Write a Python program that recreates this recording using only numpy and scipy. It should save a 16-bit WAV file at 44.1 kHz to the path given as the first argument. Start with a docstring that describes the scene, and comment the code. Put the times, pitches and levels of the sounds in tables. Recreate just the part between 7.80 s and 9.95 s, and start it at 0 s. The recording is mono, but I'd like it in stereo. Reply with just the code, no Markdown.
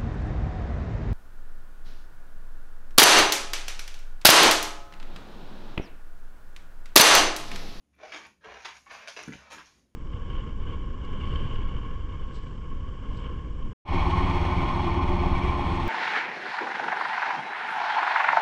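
"""A low hum and a faint hiss fill a small room. A cat starts to rub its soft pads along a plastic litter tub,
which rumbles under its weight. Then claws catch, scrape and snap free, shaking the wall, while litter
grains tick against the plastic and trickle back. At about 1.5 s a paw bumps the tub with a dull thump
and a few creaks, and some last strokes follow. Two microphone ports colour the treble differently."""
import sys
import numpy as np
from scipy import signal
from scipy.fft import rfft, irfft, next_fast_len
from scipy.io import wavfile
from scipy.ndimage import map_coordinates

SR = 44100
rng = np.random.default_rng(int(sys.argv[2]) if len(sys.argv) > 2 else 0)


def digitize_waveform(pressure):
    """Quantize a signal to 16-bit integers and store it at the path in sys.argv[1].

    Rows of a 2-D input are taken as channels; values are limited to [-1, 1].
    """
    field = np.atleast_2d(pressure).T
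    bounded = np.clip(field, -1, 1)
    quanta = np.round(bounded * 32767).astype(np.int16)
    wavfile.write(sys.argv[1], SR, quanta)


N = 94815

# tone of a claw on plastic (frequency [Hz], level [dB])
CLAW_TONE = [(100, -22), (220, -10), (380, -3.5), (700, -4.5), (1300, -4), (2600, -2), (3800, -6),
             (6400, -11), (9300, -18.5), (15000, -39.5)]


def amp(db):
    """Turn decibels into a factor to multiply by."""
    return 10 ** (np.asarray(db) / 20)


def unit(x):
    """Scale x to an average (rms) size of 1."""
    return x / np.sqrt(np.mean(x ** 2) + 1e-20)


def with_peak(x, db):
    """Scale x to a peak level."""
    return amp(db) * x / np.abs(x).max()


def curve(points, hz):
    """Read between (frequency, value) points on a log frequency axis."""
    f, values = np.transpose(points)
    return np.interp(np.log(hz + 1), np.log(f + 1), values)


def filtered(x, response):
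    """Filter x; response(f) gives the gain and phase at each frequency."""
    size = 2 * next_fast_len(N)
    return irfft(rfft(x, size) * response(np.fft.rfftfreq(size, 1 / SR)), size)[..., :N]


def filtered_from(x, response, start):
    """Filter only the half second of x that begins at start."""
    i, out = round(start * SR), np.zeros(N + SR)
    out[i:i + SR] = irfft(rfft(x[i:i + SR // 2], SR) * response(np.fft.rfftfreq(SR, 1 / SR)), SR)
    return out[:N]


def causal(gain):
    """A filter of this shape that rings only after a hit (minimum phase, unit energy)."""
    cepstrum = irfft(np.log(np.maximum(unit(gain), 1e-6)))
    half = len(cepstrum) // 2
    cepstrum[1:half] *= 2
    cepstrum[half + 1:] = 0
    return np.exp(rfft(cepstrum))


def since(start):
    """Seconds since a moment, zero before it."""
    return np.maximum(np.arange(N) / SR - start, 0)


def swell(start, rise, hold, fade):
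    """Rise, hold, die away. A fade is always the time taken to drop by 60 dB."""
    return np.minimum(since(start) / max(rise, 1e-4), 1) * amp(-60 * since(start + rise + hold) / fade)


def burst(start, fade):
    """A very short crack of noise."""
    t = since(start)
    return (t > 0) * amp(-60 * t / fade) * rng.standard_normal(N)


def slips(per_s, size=N, spread_db=6.5, judder_db=0.24, judder_per_s=130):
    """A surface sticks and slips, giving tiny kicks of random timing and strength."""
    knots, scatter = rng.standard_normal((2, size))
    happens = rng.random(size) < per_s / SR
    sign = rng.choice([-1, 1], size)
    knots = knots[:int(size * judder_per_s / SR) + 4]
    judder = map_coordinates(knots, [np.arange(size) * judder_per_s / SR])
    return unit(happens * sign * amp(spread_db * np.tanh(scatter / 2) * 2 + judder_db * judder))


def diffuse(pair):
    """Two unrelated signals become left and right, most alike in the bass."""
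    # how alike the sides are (frequency [Hz], likeness [-1 to 1])
    likeness = [(35, 0.095), (70, 0.76), (150, 0.88), (280, 0.64), (700, 0.35), (1400, -0.19),
                (4000, -0.25)]
    angle = lambda f: np.arccos(np.clip(curve(likeness, f), -1, 1)) / 2
    mid, side = filtered(pair, lambda f: np.array([np.cos(angle(f)), np.sin(angle(f))]))
    return np.array([mid + side, mid - side])


def room_tone(hiss_db=-75, hum_db=-80, hum_hz=70.1, hum_width_hz=9.1):
    """Faint hiss and the wavering hum of a household machine."""
    # tone of the hiss (frequency [Hz], level [dB])
    hiss_tone = [(25, -8), (70, -6.5), (110, -2), (200, 2), (400, -10), (1000, -18), (3000, -19.5),
                 (6000, -28.5), (8000, -15.5), (12500, -26), (15000, -49)]
    noise = lambda colour: unit(filtered(diffuse(rng.standard_normal((2, N))), colour))
    hiss = noise(lambda f: amp(curve(hiss_tone, f)))
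    hum = noise(lambda f: 1 / (1 + (2 * (f - hum_hz) / hum_width_hz) ** 2))
    return amp(hiss_db) * hiss + amp(hum_db) * hum


def echoes(early_db=-4, early_fade=0.056, tail_db=-4, tail_rise=0.014):
    """Quick echoes from the tub, floor and wall, then the room's short tail."""
    # how long the room rings (frequency [Hz], fade [s])
    room_fades = [(80, 0.6), (300, 0.19), (1500, 0.25), (6000, 0.3), (12000, 0.4)]
    hz, t, noise = signal.stft(rng.standard_normal((2, SR // 3)), SR, nperseg=256)
    tail = signal.istft(noise * amp(-60 * t / curve(room_fades, hz)[:, None]), SR, nperseg=256)[1]
    t = np.arange(tail.shape[1]) / SR
    early = rng.standard_normal(tail.shape) * amp(-60 * t / early_fade)
    tail *= 1 - np.exp(-t / tail_rise)
    tail = amp(tail_db) * tail / np.linalg.norm(tail[0])
    return tail + amp(early_db) * early / np.linalg.norm(early[0])


def room(x, change_s=0.1):
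    """The echo pattern keeps changing as the paw moves about."""
    hop, out = round(change_s * SR), np.zeros((2, N + SR))
    padded, blend = np.pad(x, (0, 2 * hop)), np.sqrt(np.hanning(2 * hop))
    for i in range(0, N, hop):
        part = signal.fftconvolve((padded[i:i + 2 * hop] * blend)[None], echoes(), axes=1)
        out[:, i:i + part.shape[1]] += part
    return diffuse(out[:, :N])


def rocking(boom_hz=113):
    """The tub rumbles faintly as the cat shifts its weight."""
    # weight shifts (start [s], rise [s], hold [s], fade [s], level [dB], extra boom [dB])
    shifts = [(0.154, 0.022, 0.26, 0.48, -73, -8), (0.401, 0.022, 0.086, .15, -71.5, -7),
              (0.66, 0.011, 0.033, 0.58, -62.5, 6), (1.064, 0.023, 0.083, 1, -72, -7),
              (1.358, 0.072, 0.052, .15, -62, -12), (1.486, 0.033, 0.029, 0.18, -54.5, 6),
              (1.724, 0.019, 0.041, 0.26, -60, -4.5), (1.891, 0.015, 0.13, 1, -74.5, -1)]
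    # tone of the rumble (frequency [Hz], level [dB])
    rumble_tone = [(25, -37), (48, -11), (68, -1.5), (110, -21.5), (210, -8), (330, -11), (700, -28),
                   (3000, -89)]
    out = np.zeros(N)
    for start, rise, hold, fade, db, boom_db in shifts:
        colour = lambda f: causal(amp(curve(rumble_tone, f) + boom_db / (1 + (f / boom_hz) ** 4)))
        force = amp(db) * swell(start, rise, hold, fade) * rng.standard_normal(N)
        out += filtered_from(force, colour, start)
    return out


def litter(grains_per_s=1500):
    """Loose grains slide back in a fine hiss."""
    # little slides (start [s], rise [s], hold [s], fade [s], level [dB])
    slides = [(0.427, 0.027, .03, 0.13, -70.5), (0.935, 0.011, 0.012, 0.86, -62),
              (1.107, 0.014, 0.017, 0.18, -58.5), (1.346, .01, 0.15, 0.27, -61.5),
              (1.698, 0.01, 0.021, 0.18, -51.5), (1.835, 0.0094, 0.15, 0.099, -70)]
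    # tone of sliding grains (frequency [Hz], level [dB])
    grain_tone = [(800, 6), (2500, 5.5), (5500, 1), (7000, 11.5), (10000, 3.5), (15000, -8)]
    flow = sum(amp(db) * swell(*timing) for *timing, db in slides)
    return filtered(flow * slips(grains_per_s), lambda f: causal(amp(curve(grain_tone, f))))


def clicks(rows, fade, sharpness):
    """Tiny cracks, each ringing broadly around one pitch."""
    out = np.zeros(N)
    for start, db, hz in rows:
        ring = lambda f: (1j * f / (hz * hz - f * f + 1j * f * hz / sharpness)) ** 2
        out += with_peak(filtered_from(burst(start, fade), ring, start), db)
    return out


def grain_ticks():
    """Single grains hit the plastic with a high tick."""
    # grain hits (time [s], level [dB], pitch [Hz])
    hits = [(0.151, -62, 11500), (0.467, -51, 10100), (0.823, -52, 6100), (0.969, -53.5, 6300),
            (1.429, -38, 9240), (1.435, -41.5, 6080), (1.481, -44, 9700), (1.722, -41, 8850),
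            (1.729, -39.5, 9450), (1.859, -50, 5560), (1.867, -53, 5860)]
    return clicks(hits, fade=0.017, sharpness=4.8)


def creaks():
    """The tub flexes and clicks as it is bumped."""
    # flexes of the plastic (time [s], level [dB], pitch [Hz])
    flexes = [(1.483, -36.5, 1650), (1.505, -41, 1670), (1.5225, -32, 2130), (1.5345, -33, 2310)]
    return clicks(flexes, fade=0.016, sharpness=2.1)


def thump(rise=0.0011, low_cut_hz=101):
    """Bumped by a paw, the loaded tub bottom knocks on the floor and rebounds."""
    # knocks on the floor (time [s], level [dB])
    knocks = [(1.4778, -33.5), (1.491, -30.5), (1.51, -50.5), (1.534, -47), (1.551, -46)]
    # notes of the tub bottom (pitch [Hz], level [dB], fade [s])
    notes = [(72, -24, 0.57), (136.6, -9, 0.14), (193.8, 1.5, 0.31), (234.2, 2, 0.079), (274, -7, 0.092),
             (335, -28, 0.026), (436.5, -12, 0.135)]
    low_cut = signal.butter(2, low_cut_hz, "high", fs=SR, output="sos")
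    out = np.zeros(N)
    for start, knock_db in knocks:
        t = since(start)
        ring = sum(amp(db - 60 * t / fade) * np.sin(2 * np.pi * hz * t) for hz, db, fade in notes)
        ring *= 1 - np.exp(-t / rise)
        out += with_peak(signal.sosfilt(low_cut, ring), knock_db)
    return out


def wall(tone, body_db, treble_db, low_cut_hz, body_hz=694, treble_hz=3590):
    """The tub wall as a filter; the spot that is touched sets its body, treble and low cut."""
    # where the wall rings (pitch [Hz], width [Hz], level against a plain scrape [dB])
    rings = [(316, 59, 3.5), (437, 18, -1), (636, 52, -1), (768, 36, 3.5), (917, 67, 3), (1088, 180, 2.5),
             (1167, 35, -17), (1518, 76, 0.5), (1740, 160, 1.5), (2330, 185, 2)]

    def response(f):
        ringing = sum(amp(db) ** 2 / (1 + (2 * (f - hz) / width) ** 2) for hz, width, db in rings)
        body = body_db / (1 + (f / body_hz) ** 4)
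        treble = treble_db * (1 - 1 / (1 + (f / treble_hz) ** 6))
        low_cut = 1 / np.sqrt(1 + (low_cut_hz / (f + 1)) ** 8)
        return causal(amp(curve(tone, f) + body + treble) * low_cut * np.sqrt(1 + ringing))
    return response


def strokes(rows, tone, slips_per_s):
    """Each stroke is a run of slips that shakes the tub wall with a set energy."""
    out = np.zeros(N)
    for start, rise, hold, fade, db, *spot in rows:
        force = amp(db) * swell(start, rise, hold, fade)
        kicks = np.resize(slips(slips_per_s, size=SR // 2), N)
        shaking = filtered_from(force * kicks, wall(tone, *spot), start)
        out += unit(shaking) * np.sqrt(np.mean(force ** 2))
    return out


def pad_taps(rise=0.0038, fade=0.17):
    """A pad lands on the wall, which gives a short hollow note."""
    # soft landings (time [s], level [dB], pitch [Hz])
    landings = [(.229, -46, 616), (.645, -45, 442), (1.064, -47.5, 1106), (1.366, -50, 396)]
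    note = lambda start, hz: swell(start, rise, 0, fade) * np.sin(2 * np.pi * hz * since(start))
    return sum(amp(db) * note(start, hz) for start, db, hz in landings)


def pad_rubs():
    """Soft pads stick and slip along the tub wall."""
    # rubs (start [s], rise [s], hold [s], fade [s], level [dB], body [dB], treble [dB], low cut [Hz])
    rubs = [(.125, .010, 0.042, 0.13, -73.5, -24, 4, 1100), (.177, 0.013, 0.062, 0.15, -57.5, 5, 3, 404),
            (.208, 0.011, 0.03, 0.19, -49, 12, 6, 420), (.250, 0.0028, 0.1, 0.091, -51, 13, 10, 377),
            (.395, 0.05, 0.016, 0.055, -49.5, -3.5, 6, 290), (.607, 0.006, 0.021, 0.078, -62.5, 6, 4, 350),
            (.630, 0.012, 0.064, 0.15, -48, 5.5, 0.5, 362), (.705, 0.0077, 0.047, 0.33, -47, 4.5, 5, 440),
            (.790, 0.0082, 0.09, 0.2, -53.5, -12, 11, 480),
            (.930, 0.034, 0.019, 0.042, -54.5, -9, 13.5, 408),
            (1.058, 0.0077, 0.075, 0.33, -54.5, 5.5, 3.5, 720),
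            (1.090, 0.018, 0.022, 0.36, -43.5, 2.5, 7, 560), (1.170, 0.024, 0.045, 0.48, -50, 4, 8, 575),
            (1.570, 0.0075, 0.11, .16, -56, -3, 3.5, 507),
            (1.772, 0.013, 0.013, 0.11, -45.5, -17, 2.5, 228),
            (1.840, 0.0074, 0.035, 0.47, -61.5, -6, 18.5, 250)]
    # tone of a pad on plastic (frequency [Hz], level [dB])
    pad_tone = [(100, -43), (250, -17), (420, -5), (650, -3.5), (1200, -2), (2400, -1), (3500, -10.5),
                (6400, -22.5), (9300, -31.5), (15000, -44.5)]
    return strokes(rubs, pad_tone, slips_per_s=3000)


def claw_scrapes():
    """Claws catch and drag on the plastic in short strokes."""
    # drags (start [s], rise [s], hold [s], fade [s], level [dB], body [dB], treble [dB], low cut [Hz])
    drags = [(.320, 0.0013, 0.0073, .06, -43, -6, -9.5, 500),
             (.330, 0.0048, 0.012, 0.23, -38.5, -1.5, -7.5, 300),
             (.358, 0.0055, 0.0084, 0.074, -47, 6, 6.5, 261),
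             (.848, 0.0014, 0.0056, 0.13, -36.5, -5.5, -3, 307),
             (.878, 0.0098, 0.007, 0.23, -46, -12, -7, 274), (1.280, 0.0013, 0.0035, 0.15, -40, -2, 5, 563),
             (1.3635, .002, 0.0082, 0.058, -38.5, 2, -4.5, 337),
             (1.388, 0.0022, 0.0098, .10, -40.5, 2.5, -3.5, 340),
             (1.422, 0.0059, 0.011, 0.4, -49, -7, -4, 450), (1.522, .002, 0.0067, 0.42, -50.5, 13, 6, 505),
             (1.702, 0.0026, 0.02, 0.23, -48, 4.5, -2.5, 584),
             (1.716, 0.0035, 0.0054, .20, -42, -20, -3.5, 487)]
    return strokes(drags, CLAW_TONE, slips_per_s=2600)


def claw_snaps(fade=0.0061):
    """A claw lets go and the wall snaps back."""
    # claws letting go (time [s], level [dB], treble [dB])
    releases = [(.3205, -33, -9), (.3235, -32, -9), (.417, -40, -4), (.450, -39, -5), (.6455, -36, -8),
                (.658, -39, -8), (.8485, -31, -5), (.855, -32, 3), (1.2748, -24, -4), (1.2815, -26, 4),
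                (1.2848, -25, 7), (1.3645, -32, -7), (1.7035, -39, 2)]
    out = np.zeros(N)
    for start, db, treble_db in releases:
        spot = wall(CLAW_TONE, 0, treble_db, low_cut_hz=594)
        out += with_peak(filtered_from(burst(start, fade), spot, start), db)
    return out


def scene():
    """All of the cat's work in the tub, heard from across the room."""
    pawing = pad_rubs() + claw_scrapes() + claw_snaps() + pad_taps() + litter() + creaks()
    ticks = grain_ticks()
    low = thump() + rocking()
    direct = amp(-5) * pawing + ticks + low
    echo = room(pawing + amp(-6.5) * ticks + amp(-8.5) * low)
    return direct + echo + room_tone()


def record(dry, left_lag_s=0.00003, roll_off_hz=14700, top_hz=15500):
    """Each microphone port (its opening) colours the sound; the highest treble is cut off."""
    # tone of the left port (frequency [Hz], level [dB])
    left_tone = [(60, 2), (230, 3.5), (600, 2.5), (3200, 2), (4200, 3), (5500, 7.5), (6700, 9),
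                 (7300, -3.5), (8000, -17.5), (9500, -5.5), (13000, -5)]
    # tone of the right port (frequency [Hz], level [dB])
    right_tone = [(60, 5), (230, 0.5), (600, 3), (3200, 2), (4200, -1.5), (5500, -2.5), (6700, -9),
                  (8000, -11), (9400, -1), (11000, -3.5), (13000, -3.5)]

    def ports(f):
        left = amp(curve(left_tone, f)) * np.exp(-2j * np.pi * f * left_lag_s)
        right = amp(curve(right_tone, f))
        roll_off = 1 / np.sqrt(1 + (f / roll_off_hz) ** 20)
        return np.array([left, right]) * roll_off * (f < top_hz)
    return filtered(dry, ports)


dry = scene()
out = record(dry)
digitize_waveform(out)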